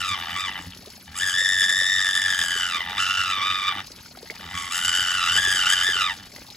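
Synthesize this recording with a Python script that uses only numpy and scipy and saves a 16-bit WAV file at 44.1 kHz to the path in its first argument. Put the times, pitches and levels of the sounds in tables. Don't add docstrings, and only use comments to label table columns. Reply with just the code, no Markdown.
import sys
import numpy as np
from scipy import signal
from scipy.fft import rfft, irfft, next_fast_len
from scipy.io import wavfile
from scipy.ndimage import uniform_filter1d, map_coordinates

SR = 44100
rng = np.random.default_rng(int(sys.argv[2]) if len(sys.argv) > 2 else 0)


def wav_out(sig):
    wavfile.write(sys.argv[1], SR, np.round(np.clip(np.atleast_2d(sig).T, -1, 1) * 32767).astype(np.int16))


def volts(x):
    e = np.asarray(x, float) / 20
    return 10 ** e


N = 289296


def unit(x):
    return x / np.sqrt(np.mean(x ** 2) + 1e-20)


def levelled(x):
    return x / np.sqrt(np.abs(uniform_filter1d(x * x, size=6000)) + 1e-9)


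def along(points, hz, order=1):
    table = np.transpose(points)
    return np.interp(np.log(hz + 1), np.log(table[0] + 1), table[order])


def curves(rows):
    s, *columns = np.transpose(rows)
    return [np.interp(np.arange(N) / SR, s, column) for column in columns]


def wobble(rate):
    return map_coordinates(rng.standard_normal(N // 8), [np.arange(N) * rate / SR])


def per_burst(beat):
    return map_coordinates(rng.standard_normal(N // 100), [beat])


def filtered(x, response):
    m = next_fast_len(N + SR // 2)
    return irfft(rfft(x, m) * response(np.fft.rfftfreq(m, 1 / SR)), m)[..., :N]


def modes(table):
    def response(f):
        total = 0
        for k, (centre, width, db) in enumerate(table):
            damping = 1j * f * width
            total = total + (-1) ** k * volts(db) * damping / (centre ** 2 - f * f + damping)
        return total
    return response


def throat_flutter():
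    # (start [s], end [s], breath share [0-1], leak between bursts [0-1], bursts [per s])
    voiced = [(0, .16, .4, .25, 93), (.355, .49, .45, .25, 93), (1.06, 1.14, .9, .15, 75),
              (1.14, 1.2, .7, .15, 90), (1.2, 1.34, .33, .15, 92.5), (1.34, 1.98, .17, .09, 93.2),
              (1.98, 2.37, .38, .07, 93.5), (2.37, 2.83, .5, .1, 87), (2.98, 3.3, .36, .16, 93.5),
              (3.3, 3.72, .45, .4, 95.5), (4.54, 4.705, .6, .25, 88), (4.705, 4.84, .6, .2, 87.5),
              (4.84, 4.95, .47, .2, 87.5), (4.95, 5.25, .45, .28, 90.5), (5.25, 5.39, .5, .55, 89.5),
              (5.39, 5.57, .45, .14, 92.5), (5.57, 5.85, .5, .4, 90.5), (5.85, 6.13, .4, .3, 92)]
    # (start [s], end [s], swing [dB])
    limp = [(1.98, 2.5, 2), (2.98, 3.3, 1.5)]
    t = np.arange(N) / SR
    hoarse = np.array([[.97], [.1], [92]])
    folds = np.repeat(hoarse, N, axis=1)
    for start, end, *row in voiced:
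        folds[:, (t >= start) & (t < end)] = np.array(row)[:, None]
    voice_in_s = .03
    breath, leak, rate = uniform_filter1d(folds, size=round(voice_in_s * SR), axis=1)
    breath = np.clip(breath, 0, 1)

    unevenness = .014 + .08 * breath ** 3
    beat = np.cumsum(rate * (1 + unevenness * wobble(45))) / SR
    phase = beat % 1
    opening = leak + (np.sin(np.pi * phase ** .85) ** 2) ** 2.7
    opening = opening + .3 * np.abs(per_burst(beat)) * np.exp(-((phase - .85) / 0.15) ** 2)
    limp_db = sum(db * ((t >= start) & (t < end)) for start, end, db in limp)
    alternation = np.sin(np.pi * beat + .8 * wobble(8))
    scatter_db = 1.7 * per_burst(beat)
    return beat, breath, opening * volts(scatter_db + limp_db * alternation)


def whine_and_breath(beat, breath, hz):
    # (frequency [Hz], relative level [dB])
    air = [(600, -13.5), (850, -1), (1300, 11.5), (1750, 3.5), (2300, 2), (3000, 4), (3600, 1.5),
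           (5000, 1.5), (8000, 5), (15000, 6)]
    sweep = 1.5 * np.sin(2 * np.pi * (beat % 1) + 1.2)
    wander = (.15 + .6 * breath) * per_burst(beat)
    tremble = (.25 + .8 * breath) * wobble(220)
    shake = .034
    turn = 2 * np.pi * np.cumsum(hz * (1 + shake * (sweep + wander + tremble))) / SR
    whine = 0
    for k in range(1, 12):
        whine = whine + volts(-2 * k + 0.99 * wobble(130)) * np.cos(k * turn) * (k * hz < 16000)

    puffs = filtered(rng.standard_normal(N) * (5.0 + np.cos(turn)), lambda f: volts(along(air, f)))
    snaps = np.diff(np.floor(beat - .4), prepend=-1)
    rough = unit(puffs + .5 * unit(snaps) * np.std(puffs))
    return np.sqrt(1 - breath) * unit(whine) + np.sqrt(breath) * rough, unit(puffs)


def nose_hollows(source):
    # (centre [Hz], width [Hz], gain at the centre [dB])
    hollows = [(1030, 110, -16), (1570, 70, -14), (2180, 190, -24), (2540, 200, -20), (3310, 110, -14),
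               (4230, 300, -20)]

    def response(f):
        total = 1
        for centre, width, db in hollows:
            spring, damping = centre ** 2 - f * f, 1j * f * width
            total = total * (spring + damping * volts(db)) / (spring + damping)
        return total
    return filtered(source, response)


def throat_and_snout(source, rasp, beat, breath, mouth):
    # (centre [Hz], width [Hz], relative level [dB])
    throat = [(820, 140, -3), (1160, 83, 3.5), (1383, 195, -0.5), (1710, 117, 8.5), (1883, 184, 10.5),
              (2006, 191, 11), (2450, 384, 2.5), (2812, 55, 9.5), (3037, 67, 10.5), (3482, 123, 9.5),
              (3707, 263, 4.5)]
    snout = [(4500, 200, -8), (4970, 280, 0), (5400, 300, -6), (5900, 350, -5)]
    nostrils = [(6910, 2800, -12), (6500, 40, 6), (7330, 306, -2), (8330, 910, -2.5), (10420, 980, -11),
                (15000, 1200, -24)]
    squirm = .5 + .5 * np.tanh(wobble(5))
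    raised = filtered(source, lambda f: modes(throat)(f * (1 - .012)))
    lowered = filtered(source, lambda f: modes(throat)(f * (1 + .012)))
    low = levelled(squirm * raised + (1 - squirm) * lowered)
    growl = levelled(filtered(source, lambda f: modes([(806, 154, 0)])(f) ** 2))
    low = low + volts(-13) * breath ** 4 * growl

    ring = filtered(source + .6 * rasp, lambda f: modes(snout)(f) / (1 + (4400 / (f + 1)) ** 16))
    hiss = filtered(source, lambda f: modes(nostrils)(f) / (1 + (5800 / (f + 1)) ** 8))
    ring_db = -24 + (-8.5 + 24) * mouth
    hiss_db = -45 + (-2.5 + 45) * mouth
    hiss_db = hiss_db + 2 * per_burst(beat)
    return low + volts(ring_db) * levelled(ring) + volts(hiss_db) * levelled(hiss)


def chest_throb(beat, breath, hz, cries):
    t = np.arange(N) / SR
    inside_s, surge_s = 0.089, 0.048
    surge = 0
    for cry in cries:
        for moment in (cry[0][0] + inside_s, cry[-1][0] - inside_s):
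            surge = surge + np.exp(-((t - moment) / surge_s) ** 2)
    level_db = -51 + 2 * np.log2(hz / 1400) + 2.5 * surge
    throb = np.sin(2 * np.pi * beat)
    throb = throb + (0.15 + 0.66 * breath) * np.sin(4 * np.pi * beat + 1.0)
    throb = throb + 0.41 * breath * np.sin(6 * np.pi * beat)
    return throb * volts(level_db + 5.2 * wobble(25))


def piglet():
    # (time [s], level [dB], pitch the whine wavers about [Hz], mouth opening [0-1])
    cries = [
        [(0.0, -29.5, 1488, 0.93), (.04, -25, 1330, 0.55), (.09, -28, 1245, 0.88), (.15, -27.5, 1111, 0.5),
         (.25, -34, 1240, 0.34), (.355, -30, 1148, 0.62), (.39, -28, 1239, 0.79), (.435, -27.5, 1267, 0.64),
         (.48, -31.5, 1017, 0.7), (.52, -31.5, 1031, 0.1), (.6, -35.5, 996, 0.4), (.62, -45.5, 965.5, 0.97),
         (.66, -47.5, 947.6, 0.8), (.8, -59, 950, 0.3)],
        [(1.06, -70, 793, 0.3), (1.075, -44, 820, 0.3), (1.11, -52, 837, 0.4), (1.14, -44.5, 899.8, 0.8),
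         (1.16, -35.5, 1213, 1), (1.19, -31, 1521, 1), (1.215, -25.5, 1736, 0.93), (1.29, -23.5, 1739, 0.84),
         (1.32, -30, 1593, 1), (1.345, -21, 1760, 0.77), (1.42, -22, 1844, 0.81), (1.55, -21.5, 1832, 0.79),
         (1.6, -19.5, 1770, 0.79), (1.8, -22, 1851, 0.81), (1.97, -21.5, 1876, 0.79), (2.05, -22.5, 1809, 0.79),
         (2.3, -22.5, 1752, 0.78), (2.45, -25.5, 1694, 0.88), (2.67, -26, 1495, 0.78), (2.76, -26, 1205, 0.65),
         (2.85, -32.5, 916.2, 0.2), (2.95, -30, 1002, 0.35), (3.0, -23.5, 1422, 0.75), (3.17, -23, 1437, 0.64),
         (3.25, -24.5, 1383, 0.69), (3.31, -23.5, 1320, 0.67), (3.36, -27.5, 1220, 0.45),
         (3.405, -25, 1119, 0.42), (3.45, -23, 1245, 0.51), (3.6, -27, 1214, 0.58), (3.69, -24, 1197, 0.47),
         (3.74, -30, 1187, 0.05), (3.805, -31, 1181, 0.5), (3.83, -50, 1173, 0.46), (3.86, -50, 1165, 0.23)],
        [(4.33, -47, 898.7, 0.1), (4.39, -50, 958.7, 0.2), (4.425, -39.5, 1040, 0.6), (4.47, -40.5, 1051, 0.55),
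         (4.584, -30.5, 1128, 0.88), (4.705, -36, 1113, 0.88), (4.72, -28.5, 1406, 0.98),
         (4.92, -22, 1569, 0.86), (5.146, -24.5, 1497, 0.77), (5.255, -22, 1320, 0.74),
         (5.33, -21.5, 1548, 0.84), (5.45, -20, 1739, 0.83), (5.55, -23, 1651, 0.86), (5.65, -19.5, 1394, 0.72),
         (5.72, -20, 1632, 0.87), (5.8, -22, 1541, 0.76), (5.87, -21, 1776, 0.78), (5.94, -24, 1598, 0.72),
         (5.99, -21.5, 1406, 0.71), (6.07, -22.5, 1231, 0.54), (6.11, -29.5, 912, 0.6),
         (6.138, -39.5, 820, 0.8), (6.2, -46.5, 820, 0.7), (6.28, -51, 820, 0.5)],
    ]
    t = np.arange(N) / SR
    level_db, hz, mouth = curves(np.concatenate(cries))
    crying = sum((t >= cry[0][0]) & (t <= cry[-1][0]) for cry in cries)
    crying = uniform_filter1d(crying.astype(float), size=600)
    beat, breath, opening = throat_flutter()
    voice, puffs = whine_and_breath(beat, breath, hz)
    source = nose_hollows(opening * voice)
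    cry = throat_and_snout(source, opening * puffs, beat, breath, mouth)
    return crying * volts(level_db) * cry, crying * chest_throb(beat, breath, hz, cries)


def bubbles(s, db, hz, turns, rise):
    t = np.arange(SR // 20) / SR
    u = t * hz[:, None] / turns
    tone = np.sin(2 * np.pi * turns * u * (1 + rise * np.minimum(u, 2)))
    tone = volts(db)[:, None] * tone * np.exp(-u) * (1 - np.exp(-8 * u))
    where = (s * SR).astype(int)[:, None] + np.arange(len(t))
    return np.bincount(where.ravel(), tone.ravel(), N + SR)[:N]


def pouring_stream():
    # (frequency [Hz], relative level [dB])
    pour = [(120, -66), (200, -8), (408, -10), (588, -13), (656, -18.5), (964, -17.5), (1900, -16),
            (2040, -15), (2360, -13), (3660, -17), (4400, -8.5), (8960, -21.5), (11200, -17), (15800, -26)]
    z = signal.stft(rng.standard_normal(N), nperseg=256)[2]
    patches = uniform_filter1d(rng.standard_normal(z.shape), size=24, axis=0)
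    patches = uniform_filter1d(patches, size=3, axis=1)
    hiss = unit(signal.istft(z * volts(5 * unit(patches)), nperseg=256)[1][:N])
    moment, size, pitch = rng.random((2000, 3)).T
    size_db = -5 * np.log(size + .03)
    crowd = unit(bubbles(moment * N / SR, size_db, 600 * 13 ** pitch, turns=3.76, rise=0.094))
    stream = unit(filtered(hiss + 0.41 * crowd, lambda f: volts(along(pour, f))))
    return stream * volts(-48.5 + 1.2 * wobble(1.07) + 1.2 * wobble(14))


def drops():
    # (time [s], strength before the spit is shaped [dB])
    spits = [(0.704, -29), (0.747, -26.5), (0.772, -28), (0.858, -28), (0.901, -30), (0.958, -48),
             (0.984, -48), (1.075, -47), (1.1, -72), (3.869, -29), (3.917, -30), (4.007, -35), (4.057, -33),
             (4.125, -48), (4.171, -31), (4.227, -28), (4.272, -31), (4.304, -22.5), (4.312, -32),
             (4.352, -27.5), (6.166, -25.5), (6.23, -29), (6.255, -30), (6.361, -25), (6.408, -35),
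             (6.465, -30), (6.502, -29)]
    s, db = np.transpose(spits)
    hits = np.bincount((s * SR).astype(int), volts(db), N)
    drips = np.diff(np.floor(np.cumsum(17 * (1 + .3 * wobble(20))) / SR), prepend=0) > 0
    hits = hits + drips * volts(-33 + 2 * rng.standard_normal(N))
    t = np.arange(1200) / SR
    envelope = np.exp(-t / .004) * (1 - np.exp(-t / .0008))
    noise = signal.fftconvolve(hits, envelope)[:N] * rng.standard_normal(N)
    return filtered(noise, modes([(4250, 2000, 0.61)]))


def tap():
    # (time [s], strength before damping [dB], starting pitch [Hz])
    plops = [(0.597, -35, 283), (0.873, -33, 400), (1.415, -33, 507), (1.621, -38, 430), (1.718, -37, 527),
             (1.816, -32, 523), (2.559, -32.5, 420), (2.913, -39, 398), (3.381, -37.5, 484),
             (3.759, -32.5, 280), (3.904, -40, 480), (4.23, -29.5, 440), (4.304, -31, 426),
             (5.356, -34, 430), (5.475, -30.5, 387), (5.888, -27, 416), (5.958, -33, 395)]
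    splashes = [(0.722, -27, 3120), (0.734, -28, 2760), (0.794, -39, 4370), (0.958, -38, 4150),
                (3.988, -34, 3470), (4.151, -36.5, 1270), (4.172, -34.5, 694), (4.189, -27.5, 3960),
                (4.274, -33, 1850), (4.3, -17.5, 1995), (4.312, -40, 785), (4.364, -29, 2270),
                (4.394, -33, 1400), (6.362, -31, 1890), (6.406, -39, 2110), (6.484, -42, 760),
                (6.502, -27.5, 3770), (6.516, -40.5, 740), (6.549, -32, 3580)]
    chirps = [(0.862, -44.5, 484), (4.236, -46, 494), (4.312, -42, 527)]
    water = pouring_stream() + drops()
    water = water + bubbles(*np.transpose(plops), turns=2.4, rise=0.025)
    water = water + bubbles(*np.transpose(splashes), turns=4.3, rise=0.048)
    return water + bubbles(*np.transpose(chirps), turns=15, rise=0.29)


def yard():
    # (frequency [Hz], relative level [dB])
    rumble = [(15, -71.5), (25, -17), (54, 7.5), (140, 2), (246, 3.5), (300, -7), (390, -48), (660, -120)]
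    pair = unit(filtered(rng.standard_normal((2, N)), lambda f: volts(along(rumble, f))))
    low = pair[0] + 0.048 * pair[1] * np.array([[1], [-1]])
    gust_s, gust_length_s = 5.606, 0.55
    swell = np.exp(-((np.arange(N) / SR - gust_s) / gust_length_s) ** 2)
    gust = unit(filtered(rng.standard_normal(N), modes([(44.78, 60, 0)]))) * swell
    return volts(-53) * low + volts(-50) * gust


def walls(x):
    # (frequency [Hz], time to fall 60 dB [s], level [dB])
    echoes = [(300, .08, -16), (800, .07, -11), (1500, .06, -8), (3500, .06, -10), (5500, .06, -5),
              (6500, .05, -14), (12000, .05, -8)]
    hz, t, z = signal.stft(rng.standard_normal((2, SR // 4)), SR, nperseg=256)
    decay_db = -60 * t / along(echoes, hz)[:, None]
    tail = signal.istft(z * volts(decay_db), SR, nperseg=256)[1]
    tail = tail / np.linalg.norm(tail[0])
    wet = signal.fftconvolve(np.pad(x, (130, 0))[None], tail, axes=1)[:, :N]
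    return filtered(wet, lambda f: volts(along(echoes, f, order=2)))


def scene():
    # (time [s], left minus right [dB])
    lean = [(0, 1), (1.2, 1), (2.2, 0), (3.2, 0), (4.5, 0.2), (5.7, 0), (6.2, -.8)]
    side = np.array([[.5], [-.5]])
    cry, throb = piglet()
    water = tap()
    lean_db, = curves(lean)
    direct = cry * volts(lean_db * side) + throb + water * volts(side)
    return direct + walls(cry + 1.15 * water) + yard()


def top_cut(x):
    return signal.sosfilt(signal.butter(12, 16790, fs=SR, output="sos"), x)


def record(dry):
    # (frequency [Hz], phase by which the left leads [turns], left minus right [dB])
    ports = [(0, 0, 0), (600, .08, -1), (900, .08, 4), (1200, .05, -3), (1600, .06, 2), (2100, .08, -2),
             (3300, .13, 1.5), (4100, .12, -1), (4900, .2, 4), (5600, .2, 3), (6100, 0, 0), (7400, 0, 1.5),
             (8600, -.5, 0), (9300, -.5, 0), (10500, -1, 0), (11800, -1, 0), (12600, -1.5, 0),
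             (13800, -1.5, 0), (14600, -2, 0)]
    hz, turns, db = np.transpose(ports)
    side = np.array([[.5], [-.5]])

    def port_response(f):
        lead = np.exp(2j * np.pi * side * np.interp(f, hz, turns))
        return lead * volts(side * np.interp(f, hz, db)) * (f < 15800)
    mix = filtered(dry, port_response)
    return top_cut(mix)


dry = scene()
out = record(dry)
wav_out(out)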